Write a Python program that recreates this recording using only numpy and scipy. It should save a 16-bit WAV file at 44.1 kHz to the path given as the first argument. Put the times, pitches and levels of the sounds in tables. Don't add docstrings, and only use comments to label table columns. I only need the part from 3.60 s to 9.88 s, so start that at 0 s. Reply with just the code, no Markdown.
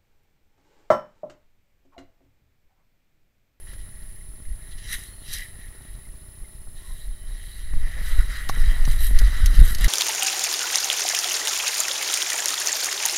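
import sys
import numpy as np
from scipy import signal
from scipy.fft import rfft, irfft
from scipy.io import wavfile
from scipy.ndimage import uniform_filter1d

SR = 44100
rng = np.random.default_rng(int(sys.argv[2]) if len(sys.argv) > 2 else 0)


def store_wav(level_fs):
    pcm = np.round(np.clip(np.atleast_2d(level_fs), -1, 1) * 32767)
    wavfile.write(sys.argv[1], SR, pcm.T.astype(np.int16))


N = 276948

# (frequency [Hz], filter gain [dB])
CRUSH_COLOUR = [(1300, -76), (1650, -1.5), (2300, -4.5), (3000, -7.5)]
# (frequency [Hz], filter gain [dB])
SWISH_COLOUR = [(6500, -6), (8000, -1.5), (11000, 3.5), (12700, -2), (13300, -8), (15000, 0), (16000, -22)]


def leaves():
    # (frequency [Hz], filter gain [dB])
    scuff_colour = [(600, -31), (900, -16.5), (1150, -0.5), (1500, 6), (1750, -3), (2100, -47)]
    crackle_colour = [(2000, -30), (2800, 5), (5000, -3), (7000, -2.5), (8500, -17)]
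    # (time [s], centre [Hz], lift [dB])
    bite = [(0, 4000, -0.5), (1.1, 4150, 1), (1.33, 6200, 4.5), (1.55, 4220, -6), (1.72, 6040, 5),
            (2.0, 3750, 1.5), (3.2, 4000, 4), (4.1, 4300, 5), (4.5, 5330, 0), (5.3, 4700, 3.5),
            (6.28, 4560, 1)]
    # (time [s], centre [Hz], lift [dB])
    sheen = [(0, 10200, 3), (1.33, 9600, 5.5), (1.8, 10200, 1), (3.3, 11000, 0), (4.8, 11100, 2),
             (5.3, 11200, -9), (5.45, 12000, 10.5), (5.7, 10700, -2), (6.08, 11700, 5), (6.28, 10900, 5)]

    unevenness = gain_of(0.3 * lumps(4))
    scuff_grains = unevenness * grains(4000, 1.0, 0.39)
    crush_grains = unevenness * grains(5000, 2.47, 0.21)
    crackle_grains = patchy(unevenness * grains(7000, 0.87, 0.24), 2.1, bite)
    swish_grains = patchy(unevenness * grains(9000, 1.9, 1.05), 1.35, sheen)

    scuff = evened(shaped(scuff_grains, scuff_colour))
    crush = evened(housed(shaped(crush_grains, CRUSH_COLOUR)))
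    crackle = evened(housed(shaped(crackle_grains, crackle_colour)))
    swish = evened(housed(shaped(swish_grains, SWISH_COLOUR)))
    return (leaf_levels() * np.array([crush, scuff, crackle, swish])).sum(axis=0)


def leaf_levels():
    # (time [s], crush level [dB])
    stir = [(0.0, -62.5), (0.5, -61), (0.75, -65), (1.1, -57), (1.6, -65.5), (2.3, -59.5), (2.6, -65),
            (3.1, -66), (3.6, -61.5), (4.1, -53), (4.4, -50.5), (5.0, -43.5), (6.28, -45)]
    stir_colour_db = [-11, -4, -4]
    # (start [s], rise [s], hold [s], fall [s], crush level [dB],
    # then relative to crush: scuff [dB], crackle [dB], swish [dB])
    leaf_bursts = [(0.055, 0.019, 0.075, .03, -57, -9, -0.5, -6),
                   (0.166, 0.017, 0.036, .08, -62, -9, 3, -4), (1.034, 0.08, 0.079, 0.046, -74, -16, 3, -4),
                   (1.1, .015, 0.01, 0.034, -62, -12, 13, -2),
                   (1.164, .015, 0.014, 0.036, -59.5, -16, 10.5, 0),
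                   (1.173, .08, 0.054, .05, -49, -21, 2, -14),
                   (1.259, 0.069, 0.019, 0.051, -36.5, -13.5, 2.5, 0.5),
                   (1.353, 0.032, 0.019, 0.21, -49.5, -13, 2.5, 4.5),
                   (1.641, 0.096, 0.014, 0.057, -41.5, -14.5, 7, 4),
                   (1.717, 0.052, 0.047, .12, -41, -23, -5.5, -3),
                   (1.925, 0.073, 0.045, 0.14, -52.5, -18, -7, -17),
                   (2.078, 0.055, 0.097, 0.16, -61, -9, -7, -13),
                   (3.136, 0.036, 0.24, 0.26, -60.5, -16, 2.5, 0),
                   (3.15, 0.12, 0.18, .12, -67, -7, -2, 11.5), (3.612, 0.079, 0.11, .1, -58.5, -22, 0, -2),
                   (3.74, .1, .15, 0.13, -58, -14, 3, 5), (4.13, 0.11, .1, 0.18, -47, -22, -6.5, -16),
                   (4.294, 0.091, 0.043, .08, -43, -12, -8, -20),
                   (4.392, 0.073, 0.064, 0.16, -41.5, -6, -1, -3),
                   (4.547, 0.043, 0.025, 0.051, -42.5, -1.5, -4, -5),
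                   (4.657, 0.057, 0.087, 0.096, -40.5, -5.5, -4.5, -13),
                   (4.888, 0.059, 0.035, .05, -45.5, -4, -5, -3),
                   (4.96, 0.042, .02, 0.045, -46.5, -4, 1, 4), (5.0, 0.047, 0.051, 0.15, -42, -8, -4, -13),
                   (5.241, 0.055, 0.027, 0.058, -44, -9, 1.5, 5.5),
                   (5.355, .05, 0.06, 0.092, -44.5, -11.5, 4, 6.5),
                   (5.51, 0.059, 0.11, 0.14, -41, -5.5, -2.5, -6),
                   (5.696, 0.045, .13, 0.23, -43, -2.5, -1, -7.5),
                   (5.899, 0.046, 0.074, 0.067, -42, -3.5, 1, -1.5),
                   (6.008, 0.042, 0.068, 0.066, -42.5, -2, 4.5, 5.5),
                   (6.159, .06, 0.043, 0.026, -36.5, -7, 3, -5)]
    slope_db = 20

    t = np.arange(N) / SR
    stir_db = columns(stir)[0] + np.array([0, *stir_colour_db])[:, None]
    power = gain_of(stir_db) ** 2
    for start, rise, hold, fall, crush_db, *colour_db in leaf_bursts:
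        before = 1 - (t - start) / rise
        after = (t - start - rise - hold) / fall
        distance = np.maximum(np.maximum(before, after), 0)
        peaks = gain_of(crush_db + np.array([0, *colour_db]))
        power += np.outer(peaks, gain_of(-slope_db * distance)) ** 2
    return np.sqrt(power)


def grains(per_s, spread_db, clump_db):
    size_db = spread_db * np.minimum(rng.exponential(1, N), 4) + clump_db * lumps(7.4)
    breaks = rng.random(N) < per_s / SR
    return gain_of(size_db) * rng.standard_normal(N) * breaks


def patchy(x, patch_db, lift=None):
    hz, t, spectrum = signal.stft(x, SR, nperseg=256)
    field = rng.standard_normal(spectrum.shape)
    field = uniform_filter1d(field, size=4, axis=0)
    field = uniform_filter1d(field, size=12, axis=1)
    field_db = patch_db * evened(field)
    if lift:
        s, centre, lift_db = np.transpose(lift)
        away = (hz[:, None] - np.interp(t, s, centre)) / 600
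        field_db += np.interp(t, s, lift_db) * np.exp(-away ** 2)
    return signal.istft(spectrum * gain_of(field_db), nperseg=256)[1][:len(x)]


def snaps():
    # (time [s], crack level [dB], body relative to crack [dB], sizzle relative to crack [dB],
    # decay time constant [ms])
    snap_list = [(0.0702, -58, 14, 1, 2), (0.136, -47, 4, -3, 2.3), (0.853, -58, 16, -1, 2),
                 (1.33, -29, -7, 8, 1.5), (1.339, -32, -12, 1, 1.5), (1.4358, -41, -20, 11, 1.8),
                 (1.6805, -43, -6, -3, 2), (1.7296, -30, -9, 0, 3.5), (1.7363, -28.5, -6, 4, 3.2),
                 (1.7844, -34, -5, 4, 2), (1.8054, -37, -10, -3, 2.2), (4.1365, -48.5, 11.5, 2, 2.5),
                 (4.8895, -27, -6, -5, 5.3), (4.8951, -29.5, -8, -5, 5), (4.95, -37, -7, -10, 2.2),
                 (4.9996, -42, -1, -5, 2.4), (5.252, -25.5, -10, -8, 2.7), (5.3108, -35, -7, -8, 4.1),
                 (5.467, -37, -19, 13.5, 3), (5.5114, -53, 2, -6, 2), (5.5877, -22.5, -23, -4, 4.8),
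                 (5.8587, -22, -11, -1, 4.3), (6.0774, -34, -5, 4, 2), (6.1478, -23.5, -18, -2.5, 3.8),
                 (6.184, -32, -14, 0, 3.6), (6.2095, -37, 5, 13.5, 2.3), (6.2429, -22.5, 6, 3.5, 4),
                 (6.2624, -43, -12, -16, 1.7)]
    # (frequency [Hz], filter gain [dB])
    splinter_colour = [(2000, -7), (3000, 5), (4800, 8), (6500, 9.5), (7500, -8), (9000, -75)]
    fibres_db, fibres_late = -19, 295
    lead = 512

    out, t = np.zeros(N), np.arange(4096) / SR
    for s, crack_db, body_db, sizzle_db, decay_ms in snap_list:
        fade = np.minimum(t / 0.00086, 1) * np.exp(-t / (decay_ms / 1000))
        fade = np.roll(fade, lead) + gain_of(fibres_db) * np.roll(fade, lead + fibres_late)
        burst = fade * rng.standard_normal(len(t))
        parts = (shaped(burst, splinter_colour),
                 housed(shaped(burst, CRUSH_COLOUR)),
                 housed(shaped(burst, SWISH_COLOUR), -54))
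        crack, body, sizzle = (p / np.linalg.norm(p) * np.linalg.norm(fade) for p in parts)
        sound = crack + gain_of(body_db) * body + gain_of(sizzle_db) * sizzle
        add(out, s - lead / SR, gain_of(crack_db) * sound)
    return out


def knocks():
    # (time [s], thud drive [dB], ring drive [dB], scale of the first push [dB])
    knock_list = [(4.1351, -29.5, -43.5, -36), (4.8947, -33, -20, -17.5), (4.973, -30, -46, -28),
                  (5.2763, -21, -34, -26), (5.619, -29.5, -55, -24)]
    # (frequency [Hz], level added to the drive [dB], time to fall 60 dB [s],
    # kind [0 thud, 1 ring])
    mount_modes = [(128, -2, 0.13, 0), (181, -1, 0.024, 0), (470, 5, 0.0048, 0), (780, 7, 0.018, 1),
                   (1120, 8.5, 0.019, 1), (1340, 5, 0.01, 1)]

    out, t = np.zeros(N), np.arange(4000) / SR
    u = t / 0.00047
    push = u * (1 - u / 3) * np.exp(1 - u)
    for s, *drive_db, push_db in knock_list:
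        add(out, s, gain_of(push_db) * push)
        for hz, db, t60, kind in mount_modes:
            fade = gain_of(db - 60 * t / t60) * np.minimum(t / 0.0013, 1)
            mode = fade * np.cos(2 * np.pi * hz * t)
            add(out, s, gain_of(drive_db[round(kind)]) * mode)
    return out


def jolts():
    # (time of the peak [s], peak level [dB], half width of the hump [ms])
    jolt_list = [(2.305, -28.5, 7.1), (2.352, -30, 6.6), (2.825, -26, 8.1), (4.168, -12.5, 18),
                 (4.247, -11, 14), (4.526, -11.5, 12.6), (4.596, -6, 6.5), (5.012, -10.5, 9.1),
                 (5.066, -15, 5.6), (5.108, -10, 9.7), (5.214, -7.5, 11), (5.423, -31, 7),
                 (5.566, -4, 17.6), (5.652, -5, 8), (5.709, -13, 6.2), (5.841, -11.5, 4.7),
                 (5.931, -11, 14), (6.001, 0, 7.5), (6.021, 0.5, 11.1), (6.259, -9, 11.5)]
    out, t = np.zeros(N), np.arange(-2646, 2646) / SR
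    for s, db, half_ms in jolt_list:
        u = t / (half_ms / 1000)
        hump = (1 - u ** 2) * np.exp(-u ** 2 / 2)
        add(out, s + t[0], gain_of(db) * hump)
    return out


def wind():
    # (time [s], rumble level [dB], roar level [dB], hollow rush level [dB])
    wind_trend = [(0.0, -38.5, -53, -66), (0.6, -39.5, -52.5, -68), (1.5, -45.5, -52, -64),
                  (1.9, -42.5, -50, -63), (2.7, -52.5, -54, -66.5), (3.3, -38, -53, -65),
                  (3.6, -34.5, -56, -64.5), (4.05, -35, -54.5, -67.5), (4.22, -31, -48.5, -57.5),
                  (4.4, -24, -49, -55), (4.6, -16, -44, -55.5), (4.76, -30, -47, -56),
                  (5.05, -12, -41.5, -53.5), (5.18, -21.5, -43.5, -50.5), (5.45, -14, -44, -56),
                  (5.75, -18, -42, -52), (6.02, -11, -36, -51.5), (6.15, -19.5, -43, -53.5),
                  (6.28, -11.5, -32.5, -40.5)]
    # (time of the peak [s], rumble level [dB], half width [s])
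    buffets = [(0.2, -35, .05), (0.45, -36, 0.035), (0.71, -33.5, 0.019), (0.9, -24.5, 0.036),
               (1.15, -32.5, 0.055), (1.32, -31.5, 0.04), (1.56, -40.5, 0.026), (1.75, -31.5, 0.048),
               (2.01, -39, 0.064), (2.33, -42, .05), (2.51, -36, 0.04), (2.83, -39, 0.017),
               (3.1, -34.5, 0.077), (3.31, -29, 0.028), (3.5, -24.5, 0.032), (3.7, -28.5, 0.033),
               (3.88, -35, 0.025), (4.16, -21, 0.086), (5.299, -15, 0.059), (5.65, -8.5, 0.024),
               (5.849, -10.5, 0.021), (6.001, -6.5, 0.025)]
    # (frequency [Hz], filter gain [dB])
    rumble_colour = [(2.9, -34), (5.0, 4), (21, 1.5), (40, -2.5), (52, -8.5), (76, -18.5), (200, -49.5),
                     (260, -66), (440, -120)]
    roar_colour = [(55, -53), (85, 3.5), (130, -4), (200, -16.5), (300, -17), (500, -31)]
    hollow_colour = [(250, -19), (400, -5.5), (540, -2), (750, -3), (1000, -6), (1500, -4)]

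    rumble_db, roar_db, hollow_db = columns(wind_trend)
    t = np.arange(N) / SR
    power = gain_of(rumble_db) ** 2
    for s, db, half in buffets:
        power += gain_of(db) ** 2 * np.exp(-((t - s) / half) ** 2)
    rumble = evened(shaped(rng.standard_normal(N), rumble_colour))
    rumble /= np.sqrt(0.14 + 0.83 * uniform_filter1d(rumble ** 2, 6000))

    gusts = lumps(4.5)
    roar = evened(shaped(rng.standard_normal(N), roar_colour) * gain_of(5.3 * gusts))
    hollow = evened(shaped(rng.standard_normal(N), hollow_colour) * gain_of(4.2 * gusts))
    return np.sqrt(power) * rumble + gain_of(roar_db) * roar + gain_of(hollow_db) * hollow


def whistles():
    # (start [s], end [s], frequency before wavering [Hz], level before flutter and fades [dB])
    whistle_list = [(0.608, 0.617, 2090, -50), (1.423, 1.67, 4230, -66), (2.446, 2.473, 2100, -57),
                    (2.84, 2.864, 2080, -58), (3.197, 3.357, 1060, -65), (3.484, 3.763, 3110, -66.5)]
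    out = np.zeros(N)
    waver = np.cumsum(45 * lumps(9.0)) / SR
    flutter = gain_of(4.3 * lumps(6.5))
    for start, end, hz, db in whistle_list:
        t = np.arange(start, end, 1 / SR)
        turns = hz * t + waver[round(start * SR):][:len(t)]
        tone = np.sqrt(2) * np.sin(2 * np.pi * turns)
        add(out, start, gain_of(db) * tone * signal.windows.tukey(len(t), .6))
    return out * flutter


def electronics():
    # (time [s], whine level [dB], slip rate before the sag weighs it [per s], chirr drive [dB])
    whine_trend = [(0, -50, 1, -62), (1.9, -50, 0, -64), (2.2, -51, 25, -64), (3, -51, 40, -63),
                   (3.5, -51.5, 36, -65), (4.0, -51, 41, -80), (4.5, -52.5, 28, -85),
                   (6.28, -51.5, 18, -85)]
    # (frequency [Hz], level [dB])
    hum_tones = [(375.5, -68), (404, -76), (625, -72), (877, -75.5), (1125, -78)]
    # (frequency [Hz], level before the sag shapes it [dB])
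    tick_tones = [(4270, -61.5), (5150, -63), (9000, -62)]
    # (frequency [Hz], filter gain [dB])
    hiss_colour = [(60, -37), (100, -5.5), (300, -20), (470, -24.5), (1500, -34), (2500, -27.5),
                   (4200, -31.5), (7000, -30), (9000, -26.5), (10500, -24), (12500, -27.5), (13500, -26),
                   (15900, -25)]
    whine_hz, chirr_hz, chirr_per_s = 10000.3, 12455, 32.6
    frame_hz, first_sag_s = 30.056, .0262
    hiss_db, sag_db = -57.5, -36.5

    t = np.arange(N) / SR
    whine_db, slips_per_s, chirr_db = columns(whine_trend)

    frames = (t - first_sag_s + .004) * frame_hz + 1
    since, number = frames % 1 / frame_hz, frames.astype(int)
    uneven = rng.uniform(.6, 1.4, number[-1] + 1)[number]
    load = (.65 + .7 * (number % 2)) * uneven
    sag = load * (since / 0.0021) ** 2 * np.exp(2 - since / .002) / 4

    chance = slips_per_s / SR * (.4 + 2.7 * sag)
    slips = uniform_filter1d(1. 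* (rng.random(N) < chance), 260)
    turns = whine_hz * t - np.cumsum(slips) + 0.027 * lumps(3.6)
    slip_dip = 1 - 110 * np.minimum(slips, .005)
    whine = gain_of(whine_db) * slip_dip * np.sin(2 * np.pi * turns)

    hum = np.zeros(N)
    for hz, db in hum_tones:
        hum += gain_of(db) * np.sin(2 * np.pi * (hz * t + rng.random() + 0.13 * lumps(61)))

    chirr = gain_of(chirr_db) * np.sin(2 * np.pi * (chirr_hz * t + .12 * lumps(6)))
    switching = np.clip(.5 + 1.5 * np.sin(2 * np.pi * chirr_per_s * t), 0, 1)
    chirr *= gain_of(2.3 * lumps(25)) * switching

    hiss = gain_of(hiss_db) * evened(shaped(rng.standard_normal(N), hiss_colour))

    tick = np.zeros(N)
    for hz, db in tick_tones:
        tick += gain_of(db) * np.sin(2 * np.pi * (hz * since + 0.1 * lumps(1.6)))
    tick *= sag / np.sqrt(load)

    supply = gain_of(sag_db) * (sag - uniform_filter1d(sag, 1500))
    return np.sqrt(2) * (whine + hum + chirr) + hiss + tick - supply


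def housed(x, between_db=-17):
    # (frequency [Hz], width [Hz], level [dB])
    resonances = [(1926, 176, 2), (3164, 280, -15), (3893, 185, -2), (4920, 640, -15), (5750, 97, -14),
                  (6110, 110, -17), (7500, 150, -16.5), (8370, 430, -11), (10010, 1500, -11),
                  (10570, 320, -19), (11950, 590, -10)]
    f = np.fft.rfftfreq(len(x), 1 / SR)
    response = gain_of(between_db)
    for hz, width, db in resonances:
        response = response + gain_of(db) * 1j * f * width / (hz ** 2 - f ** 2 + 1j * f * width)
    return irfft(rfft(x) * response, len(x))


def shaped(x, points):
    hz, db = np.transpose(points)
    f = np.fft.rfftfreq(len(x), 1 / SR)
    curve_db = np.interp(np.log(f + 1), np.log(hz + 1), db, -90, -90)
    return irfft(rfft(x) * gain_of(curve_db), len(x))


def lumps(ms):
    size = round(ms * SR / 1000)
    once = uniform_filter1d(rng.standard_normal(N), size)
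    return evened(uniform_filter1d(once, size))


def gain_of(db):
    return 10 ** (np.asarray(db) / 20)


def evened(x):
    return x / np.sqrt(np.mean(x ** 2) + 1e-20)


def columns(rows):
    s, *values = np.transpose(rows)
    return [np.interp(np.arange(N) / SR, s, v) for v in values]


def add(mix, s, sound):
    part = mix[round(s * SR):][:len(sound)]
    part += sound[:len(part)]


def scene():
    return (leaves() + snaps() + knocks() + jolts() + wind() + whistles() + electronics())[None]


def record(dry):
    edge_hz = 15800
    low_pass = signal.firwin(1201, edge_hz, window=("kaiser", 8), fs=SR)
    return signal.oaconvolve(np.clip(dry, -1, 1), low_pass[None], "same")


dry = scene()
out = record(dry)
store_wav(out)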